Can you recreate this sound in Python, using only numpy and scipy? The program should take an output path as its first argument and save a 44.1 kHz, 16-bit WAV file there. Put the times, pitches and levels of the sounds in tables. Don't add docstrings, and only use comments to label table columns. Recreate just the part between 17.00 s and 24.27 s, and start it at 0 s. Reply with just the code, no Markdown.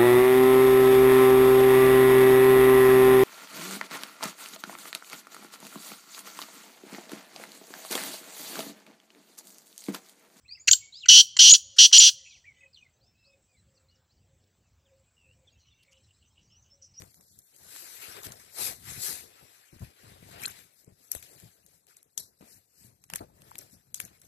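import sys
import numpy as np
from scipy import signal
from scipy.fft import rfft, irfft, next_fast_len
from scipy.io import wavfile
from scipy.ndimage import uniform_filter1d, minimum_filter1d, map_coordinates

SR = 44100
rng = np.random.default_rng(int(sys.argv[2]) if len(sys.argv) > 2 else 0)


def output_pcm(signal):
    pcm = np.clip(np.atleast_2d(signal).T, -1, 1) * 32767
    wavfile.write(sys.argv[1], SR, np.round(pcm).astype(np.int16))


def invert_db(x):
    u = np.asarray(x, float) / 20
    return 10 ** u


N = 320607

TOP_HZ, SHUT_HZ = 13130, 13230
PORT_LAG_S = 23.3 / SR

# start_s, peak_db, thick_wood_share_db, left_right_db, brightness_db_per_octave
POPS = [(0.0196, -42, -6, 7, 0), (0.3885, -39, -40, 5, 6), (1.2322, -36, -20, 5, -4),
        (1.267, -36, -12, 9, -11.5), (1.3202, -33.5, -24, 4, -8.5), (3.4348, -28, -15, 5.5, 0),
        (3.48, -30, -27, 8, 9), (4.116, -13, -38, 8.5, 4), (4.1496, -23, -16, 14, 8),
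        (4.226, -39, -11.5, 6, 4), (4.9674, -43.5, -33, 6.5, 2), (5.0285, -48, -23, 5.5, 7),
        (5.1767, -17, -28, 11.5, -7), (6.0999, -35.5, -16.5, -2, 1), (6.136, -31, -2, 6.5, 1),
        (6.158, -22, -17.5, 6, 3), (6.5545, -41, -7, 6, 7.5), (6.587, -28, -39, 17, 4.5),
        (6.9433, -22, -31, 8.5, -4), (7.001, -18.5, -14.5, 8, 8.5), (7.0126, -41, -26, 0, 5),
        (7.0504, -34, -35, 11.5, 5), (7.216, -43.5, -26, 2, -3), (6.5818, -32, -40, 12, 11),
        (6.511, -44, -30, 8, 1), (6.9446, -25, -35, 8, -1.5), (6.995, -44, -30, 8, 4),
        (6.0906, -61, -10, 1, 3), (6.0642, -58, -25, 7, 3), (4.1302, -41, -40, 9, 15),
        (4.1372, -42, -40, 9, 12), (6.155, -37.5, -25, 7, 4)]
# start_s, peak_db, thick_wood_share_db, left_right_db
TICKS = [(0.143, -51, -18, 1), (0.209, -48, -19, 3), (0.563, -44.5, -34, 13), (0.7616, -40.5, -1.5, 4.5),
         (2.795, -44.5, -21, 18), (3.0794, -56, -15, 10), (3.845, -49.5, -24, 3), (4.3998, -42.5, -14, 12),
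         (4.663, -44.5, -22, 7.5), (4.8678, -50, -20, 13), (6.039, -47.5, -16.5, 1), (6.168, -43, -14, 7),
         (6.419, -48.5, -8, 3.5), (5.409, -59, -1.5, 6), (1.167, -42, 0, 10), (6.149, -41, -12, 3)]
TICK_TILT_DB_PER_OCTAVE, CLUSTER_MS, PUSH_S = -2, 1.25, .00008
# freq_hz, level_db
CRACK_SPECTRUM = [(970, -58), (3100, -18), (5700, -7), (6400, -1), (7900, 0.6), (8700, -4), (11450, 0.86),
                  (12700, 1), (TOP_HZ, -2), (SHUT_HZ + 350, -23), (14000, -35)]
# delay_s, level_db
SNOW_ECHOES = [
    (.0034, -16),
    (.008, -26.5),
    (0.014, -24),
]

# start_s, peak_db, pitch_hz
KNOCKS = [(1.2671, -48, 1500), (4.116, -44, 2200), (4.1495, -35, 550), (4.1498, -41, 1150),
          (4.2273, -44, 2280), (4.91, -58, 1450), (5.1767, -50.5, 700), (5.178, -35, 3900), (6.1, -43, 805),
          (6.135, -37, 1300), (6.136, -36, 2900), (6.158, -38, 1840), (6.189, -49, 4000), (5.19, -52, 3800),
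          (5.197, -50, 3800), (5.203, -52, 3800), (5.409, -52, 600), (5.416, -56, 1100), (6.038, -56, 2600),
          (6.1495, -45, 2000), (6.5148, -44, 1000), (6.515, -50, 2200), (6.5545, -49.5, 1800),
          (6.5875, -42, 5600), (6.9445, -38, 3100), (6.954, -45, 4200), (7, -30, 2900),
          (7.0017, -35.5, 1780), (7.013, -47, 3500)]
KNOCK_CYCLES, CYCLES_PER_KHZ = .5, .7

# start_s, end_s, from_hz, to_hz, peak_db
SQUEALS = [
    (3.416, 3.454, 1750, 2726, -37),
    (3.4522, 3.4594, 3700, 4370, -27),
    (3.4605, 3.4641, 6600, 12300, -23.5),
]
LATENESS_PER_S = 150

# peak_s, hiss_db, rise_ms, fall_ms, roar_share_db
SWELLS = [(0.0, -57, 50, 150, -11.5), (0.33, -66.5, 1400, 720, -23), (0.577, -65.5, 110, 110, -12.5),
          (0.768, -48, 210, 950, -9.5), (1.034, -47.5, 57, 170, -3.5), (1.17, -55.5, 80, 105, 3),
          (1.268, -44.5, 55, 7, -7), (1.605, -34.5, 57, 128, -9), (1.665, -33.5, 110, 88, -10.5),
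          (1.91, -43, 117, 115, -7.5), (2.065, -32.5, 120, 160, -12.5), (2.497, -62.5, 1100, 520, -2.5),
          (2.742, -65.5, 51, 72, -2), (2.846, -58, 82, 92, -2), (3.09, -61, 250, 260, -0.5),
          (3.383, -55, 250, 340, -0.5), (3.425, -47.5, 40, 60, -4.5), (3.456, -44.5, 64, 12, -4),
          (3.59, -56, 76, 100, -7), (6.19, -57, 25, 20, -6), (3.8, -65.5, 220, 136, -13),
          (4.05, -64, 130, 150, -12), (4.4, -60, 520, 270, -6), (4.76, -67, 290, 78, -12),
          (5.53, -57, 140, 108, -14), (5.845, -59, 160, 115, -12), (6.49, -64.5, 220, 540, -5.5),
          (6.736, -59.5, 75, 56, -20)]
# start_s, hiss_db, fall_ms, roar_share_db
SPURTS = [(1.244, -46, 60, -8.5), (1.29, -61, 460, -1), (3.474, -51, 126, -3.5), (4.117, -47.5, 73, -12),
          (4.152, -49.5, 100, -12), (4.226, -53.5, 105, -8.5), (4.88, -64.5, 190, -5.5),
          (4.968, -61, 45, -8), (5.181, -42.5, 70, -25), (5.2, -57.5, 123, -22), (5.414, -65, 140, -1.5),
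          (6.04, -75.5, 180, -8.5), (6.102, -59, 60, -5), (6.152, -48, 59, -5.5), (6.209, -63, 77, -7.5),
          (6.587, -54, 102, -10.5), (6.955, -48, 67, -14.5), (7.001, -48, 85, -9), (7.052, -60.5, 117, -4),
          (7.13, -68.5, 220, -6.5), (7.218, -66, 320, -9)]
# freq_hz, level_db
HISS_SPECTRUM = [(1300, -120), (3160, -16.5), (4130, -6), (7100, -4.5), (7800, -0.6), (7700, -1.5),
                 (9500, -5), (11060, -1.5), (12700, 0), (TOP_HZ, -1.5), (SHUT_HZ, -48.5), (16000, -81)]
# freq_hz, level_db
ROAR_SPECTRUM = [(300, -120), (700, -5.5), (1100, -4), (1700, -1.5), (2500, -1), (3500, -5.5), (5000, -7.5),
                 (9000, -120)]
# time_s, left_right_db
VENT_PLACE = [(0, 10), (0.28, -3), (0.71, 4), (1.09, 12), (1.4, 6), (1.5, 9), (2.13, 9.5), (2.61, 7),
              (2.83, 11), (3.08, 4), (3.7, 12), (4.31, 10), (5.3, 1.5), (5.45, 7.5), (6.0, 6), (6.55, 0),
              (6.78, 6), (7.27, 0)]
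SPURT_RISE_MS, STEAM_ROUNDNESS = 6.8, 1.326
SEEP_HISS_DB, SEEP_ROAR_DB = -76.5, -88.5

# start_s, peak_db, pitch_hz
PUFFS = [(0.015, -42.5, 95), (0.375, -57, 88), (1.076, -50, 178), (1.2645, -37, 105), (1.916, -36, 136),
         (2.429, -54, 102), (2.725, -41.5, 99.6), (2.76, -43, 88), (2.816, -33.5, 73), (2.826, -39, 97),
         (2.869, -47, 72.7), (3.223, -42, 143), (3.874, -43.5, 131), (3.918, -47, 110), (4.1465, -39, 590),
         (4.148, -42, 75.3), (4.344, -58, 303), (4.358, -48.5, 139), (4.431, -46.5, 138),
         (5.405, -41.5, 189), (5.422, -41, 343), (5.431, -49, 203), (5.44, -51, 231), (6.136, -40, 199),
         (6.204, -33.5, 297), (6.211, -52, 128), (6.218, -39, 369), (6.224, -44, 118), (6.549, -50, 195)]
# start_s, peak_db, pitch_hz
FLAPS = [
    (2.805, -46, 110),
    (3.03, -49, 200),
    (3.082, -47, 120),
    (3.115, -44, 140),
    (3.145, -48, 95),
    (3.262, -45, 115),
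    (3.307, -46, 125),
    (3.352, -46, 120),
    (1.868, -42, 110),
    (1.972, -38, 120),
]

# peak_s, flutter_db, rise_ms, fall_ms, rustle_share_db
FLICKERS = [(0.195, -64.5, 78, 79, -8.5), (0.393, -68.5, 150, 64, -16), (0.669, -67.5, 150, 31, -0.5),
            (0.823, -74, 490, 890, -8), (1.63, -58, 76, 360, -7), (1.928, -53.5, 280, 160, -27),
            (1.979, -50, 27, 27, -9), (3.449, -56, 400, 130, -5), (3.6, -62.5, 150, 89, -7.5),
            (4.376, -68.5, 510, 110, -1.5), (4.67, -76.5, 180, 44, 0), (4.717, -75.5, 98, 210, -3),
            (4.918, -83.5, 21, 210, 2), (5.057, -79.5, 52, 140, -13), (5.55, -66, 79, 83, -15),
            (5.883, -62.5, 130, 46, -11), (6.266, -63, 430, 410, -19), (6.57, -65, 430, 190, -1),
            (7.005, -64.5, 230, 95, -16), (7.056, -60, 28, 115, -8.5), (7.246, -66.5, 68, 740, -15)]
# start_s, flutter_db, fall_ms, rustle_share_db
FLARES = [(0.007, -54, 110, -11), (1.087, -56.5, 81, 1), (1.167, -65.5, 460, 3), (1.262, -54, 140, -6),
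          (2.088, -59, 310, 0), (2.416, -66, 135, -1.5), (2.736, -51.5, 51, -16), (2.821, -45, 69, -15.5),
          (3.039, -58, 370, -8), (3.234, -57, 270, -14), (3.878, -56.5, 79, -12), (4.154, -61, 67, -19),
          (4.433, -58, 83, -12), (5.179, -62, 180, -7), (5.414, -62, 144, -1.5), (5.814, -64.5, 220, -18),
          (6.134, -48, 36, 1.5), (6.212, -48, 46, -0.5), (6.476, -62.5, 35, -2), (6.736, -59, 100, -13)]
# freq_hz, level_db
FLUTTER_SPECTRUM = [(15, -120), (30, -29), (50, -7), (80, -1.5), (120, -2), (180, -5.5), (280, -14.5),
                    (600, -34), (1500, -120)]
# freq_hz, level_db
RUSTLE_SPECTRUM = [(120, -120), (230, -7), (400, -1.5), (700, -2.5), (1200, -14), (2500, -31), (6000, -120)]
FLARE_RISE_MS, FLAME_ROUNDNESS = 15.8, 1.35
EMBER_FLUTTER_DB, EMBER_RUSTLE_DB = -83, -84.5
FANNING_DB = -10.5

# freq_hz, level_db
PORT_SHADOW = [(60, -5), (400, -6), (1400, -5), (2400, -7.5), (3800, -4), (6000, -3.5), (9000, -8.5),
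               (13000, -9)]
# freq_hz, likeness_0_to_1
PORT_LIKENESS = [(25, 0.8), (70, 1), (500, 0.91), (1700, 0.65), (2500, 0.27), (3800, 0.56), (6000, 0.084),
                 (13000, 0.13)]
# freq_hz, level_db
DROPOUT_LEVEL = [(900, -32), (1900, -17), (2600, -13), (3500, -8), (4800, -6), (6000, -11.5), (13000, -5)]
# freq_hz, bias_sigma
CHOP_BIAS = [(1500, -1.5), (3000, -.2), (4800, .7), (7000, -.2), (10000, .1), (13000, -.3)]
CHOP_ODDS_SIGMA, CHOP_SCATTER_DB = 1.25, 3.5
CHOP_JUMP_DB, CHOP_UNDER_DB = 8, 8


def unit(x):
    return x / np.sqrt(np.mean(x ** 2) + 1e-20)


def along(points, hz):
    f, v = np.transpose(points)
    return np.interp(np.log(hz + 1), np.log(f + 1), v)


def curves(rows):
    s, *cols = np.transpose(rows)
    return [np.interp(np.arange(N) / SR, s, c) for c in cols]


def wobble(rate_hz):
    knots = rng.standard_normal(int(N * rate_hz / SR) + 4)
    return map_coordinates(knots, [np.arange(N) * rate_hz / SR])


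def filtered(x, response):
    m = next_fast_len(x.shape[-1] + 2048)
    return irfft(rfft(x, m) * response(np.fft.rfftfreq(m, 1 / SR)), m)[..., :x.shape[-1]]


def ports(pair, lag_s, extra_db=0):
    alike = lambda hz: np.clip(along(PORT_LIKENESS, hz), 0, 1)
    path = lambda hz: invert_db(along(PORT_SHADOW, hz) + extra_db) * np.exp(-2j * np.pi * hz * lag_s)
    right = filtered(pair, lambda hz: path(hz) * [alike(hz), np.sqrt(1 - alike(hz) ** 2)]).sum(axis=0)
    return np.array([pair[0], right])


def rush(spectrum, patchy_db, gusts_db):
    z = signal.stft(rng.standard_normal((2, N)) * invert_db(gusts_db), nperseg=512)[2]
    field = uniform_filter1d(rng.standard_normal(z.shape[1:]), size=7, axis=0)
    field = uniform_filter1d(field, size=6, axis=1)
    pair = signal.istft(z * invert_db(patchy_db * unit(field)), nperseg=512)[1][:, :N]
    both = ports(filtered(pair, lambda hz: invert_db(along(spectrum, hz))), PORT_LAG_S)
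    return both / np.std(both.mean(axis=0))


def surges(slow, sudden, rise_ms, roundness):
    torn = [(s, db, rise_ms, fall_ms, share_db) for s, db, fall_ms, share_db in sudden]
    s, db, rise, fall, share_db = np.array(list(slow) + torn).T[:, :, None]
    grid = np.arange(0, N + 44, 44)
    ms = (grid / SR - s) * 1000
    span_ms = np.where(ms < 0, abs(rise), abs(fall))
    power = invert_db(db - 20 * (abs(ms) / span_ms) ** roundness) ** 2
    return [np.interp(np.arange(N), grid, p.sum(axis=0)) for p in (power, power * invert_db(share_db) ** 2)]


def crack_cluster(t):
    rise = np.minimum(t - .0006, 0) / 0.0004
    fall = np.maximum(t - .0006 - CLUSTER_MS / 2000, 0) / (CLUSTER_MS * 0.00087 + .0001)
    return np.exp(rise - fall)


def pops():
    out, t = np.zeros((2, N + SR)), np.arange(SR // 16) / SR - .004
    crack = lambda hz: invert_db(along(CRACK_SPECTRUM, hz))
    cluster = crack_cluster(t) + sum(invert_db(db) * crack_cluster(t - delay) for delay, db in SNOW_ECHOES)
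    u = np.maximum(t - .0012, 0) / PUSH_S
    push = (t > .0012) * (1 - 0.92 * u) * np.exp(-u)
    for s, db, thick_db, pan_db, tilt_db in POPS + [(*tick, TICK_TILT_DB_PER_OCTAVE) for tick in TICKS]:
        noise = rng.standard_normal((4, 2, len(t)))
        bright = lambda hz: crack(hz) * invert_db(tilt_db * np.log2(hz / 8000 + .01))
        thin = filtered(noise[0] * abs(noise[0]) ** .5 * cluster, bright)
        thick = filtered(noise[1] * cluster ** 2, lambda hz: invert_db(along(ROAR_SPECTRUM, hz)))
        thick = 0.53 * thick / abs(thick[0]).max() - push
        grit = invert_db(5.9 * unit(uniform_filter1d(noise[3, 0], size=70)))
        vent = (t > .001) * invert_db(-29.0 - 60 * t / 0.02) * unit(filtered(noise[2] * grit, crack))
        burst = thin / abs(thin[0]).max() + invert_db(thick_db + 6.5) * thick / abs(thick[0]).max() + vent
        side = np.clip(pan_db / 9, .2, 1)
        heard = invert_db(db + 6.5) * ports(burst, side * PORT_LAG_S, 7.5 - pan_db)
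        out[:, round((s - .004) * SR):][:, :len(t)] += heard
    return out[:, :N]


def knocks():
    out, t = np.zeros(N + SR), np.arange(SR // 50) / SR
    for s, db, hz in KNOCKS:
        decay = np.exp(-hz * t / (KNOCK_CYCLES + CYCLES_PER_KHZ * hz * .001))
        ring = np.sin(2 * np.pi * hz * t) * decay * (1 - np.exp(-hz * t / .4))
        out[round((s + .0008) * SR):][:len(t)] += invert_db(db + 3.5) * ring / abs(ring).max()
    return out[:N]


def squeals():
    out, waver, rough, breathy = np.zeros(N), wobble(1100), wobble(500), wobble(2500)
    for start, end, low_hz, high_hz, db in SQUEALS:
        u = np.clip((np.arange(N) / SR - start) / (end - start), 0, 1)
        pitch_hz = low_hz * (high_hz / low_hz) ** u * (1 + .04 * waver)
        phase = 2 * np.pi * np.cumsum(pitch_hz) / SR
        swell = (u ** (LATENESS_PER_S * (end - start)) + 0.46 * u) * (1 - u) ** 0.58
        tone = np.sin(phase) + 0.55 * breathy * np.cos(phase)
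        out += invert_db(db + 3.0 * rough) * swell / swell.max() * tone
    return out


def steam(hiss_power, roar_power):
    sputter = wobble(260)
    hiss = np.sqrt(hiss_power + invert_db(SEEP_HISS_DB) ** 2)
    hiss = hiss * rush(HISS_SPECTRUM, patchy_db=2.5, gusts_db=0.88 * sputter + 0.72 * wobble(30))
    hiss[1] *= invert_db(0.48 * (3.0 - curves(VENT_PLACE)[0]))
    roar = np.sqrt(roar_power + invert_db(SEEP_ROAR_DB) ** 2)
    roar = roar * rush(ROAR_SPECTRUM, patchy_db=2.5, gusts_db=1.0 * sputter + 1.0 * wobble(25))
    return hiss + invert_db(0.5) * roar


def puffs(rows):
    out, t = np.zeros(N + SR), np.arange(SR // 10) / SR
    for s, db, hz in rows:
        phase = 2 * np.pi * hz * t
        front = 0.49 * np.sin(3.31 * phase + rng.uniform(0, 2 * np.pi)) * np.exp(-1.3 * hz * t)
        swing = (np.sin(phase) + front) * np.exp(-1.1 * hz * t) * (1 - np.exp(-hz * t / .12))
        out[round((s + .003) * SR):][:len(t)] -= invert_db(db + 1.5) * swing / swing.max()
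    return out[:N]


def flame(roar_power):
    flutter, rustle = surges(FLICKERS, FLARES, FLARE_RISE_MS, FLAME_ROUNDNESS)
    lumps = 2.0 * np.tanh(wobble(28) / 1.5)
    low = np.sqrt(invert_db(2.0) ** 2 * flutter + invert_db(EMBER_FLUTTER_DB) ** 2)
    low = low * rush(FLUTTER_SPECTRUM, patchy_db=1.5, gusts_db=2.4 * lumps)
    rustle = np.sqrt(rustle + invert_db(FANNING_DB) ** 2 * roar_power + invert_db(EMBER_RUSTLE_DB) ** 2)
    rustle = rustle * rush(RUSTLE_SPECTRUM, patchy_db=2.5, gusts_db=1.6 * lumps + 2.1 * wobble(70))
    return low + invert_db(1.44) * rustle


def scene():
    whistle, air = squeals() + knocks(), puffs(PUFFS)
    hiss_power, roar_power = surges(SWELLS, SPURTS, SPURT_RISE_MS, STEAM_ROUNDNESS)
    scatter = np.roll(air, 150) + np.roll(whistle, 30)
    close = ports(np.array([air + whistle, scatter]), PORT_LAG_S)
    flaps = ports(puffs(FLAPS) * np.ones((2, 1)), PORT_LAG_S)
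    return pops() + close + steam(hiss_power, roar_power) + flaps + flame(roar_power)


def thinned(x):
    hz, _, z = signal.stft(x, SR, nperseg=1024)
    bands = np.arange(len(hz)) // 8
    power = uniform_filter1d((abs(z) ** 2).sum(axis=0), size=8, axis=0, origin=-4)[bands * 8]
    treble = power[(hz > 5000) & (hz < TOP_HZ)].mean(axis=0)
    sudden = treble > 5 * np.roll(treble, 2)
    level_db = 10 * np.log10(power / treble + 1e-12)
    level_db += .16 * 10 * np.log10(treble / np.median(treble) + 1e-12)
    whim = unit(uniform_filter1d(rng.standard_normal(level_db.shape), size=9, axis=1))[bands]
    kept = np.clip(.5 + (level_db - along(DROPOUT_LEVEL, hz)[:, None] + 2.4 * whim), invert_db(-34), 1)
    gain = np.where((hz[:, None] > TOP_HZ) | sudden, 1, kept)
    return signal.istft(z * gain, SR, nperseg=1024)[1][:, :N]


def chopped(x):
    hz, _, z = signal.stft(x, SR, nperseg=256)
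    treble_db = 10 * np.log10((abs(z[:, hz > 3000]) ** 2).sum(axis=(0, 1)) + 1e-14)
    attack = treble_db - minimum_filter1d(treble_db, size=5, origin=2) > CHOP_JUMP_DB
    near = uniform_filter1d(attack * 1., size=27) > 1e-6
    peak_db = -minimum_filter1d(-treble_db, size=27)
    quiet = treble_db < peak_db - CHOP_UNDER_DB
    tiles = np.ix_(np.arange(len(hz)) // 5, np.arange(z.shape[2]) // 3)
    lot, scatter = rng.standard_normal((2, *z.shape[1:]))
    odds = lot[tiles] - along(CHOP_BIAS, hz)[:, None] + CHOP_ODDS_SIGMA
    kept = np.clip(.5 + 8 * odds, invert_db(-36), 1)
    gain = np.where(near & quiet, kept * invert_db(CHOP_SCATTER_DB * scatter[tiles]), 1)
    return signal.istft(z * gain, SR, nperseg=256)[1][:, :N]


def band_limit(x):
    return signal.sosfilt(signal.butter(12, 14360, fs=SR, output="sos"), x)


def record(dry):
    heard = filtered(dry, lambda hz: (1j * hz / (1j * hz + 42)) ** 2)
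    mix = chopped(thinned(heard))
    return band_limit(mix)


dry = scene()
out = record(dry)
output_pcm(out)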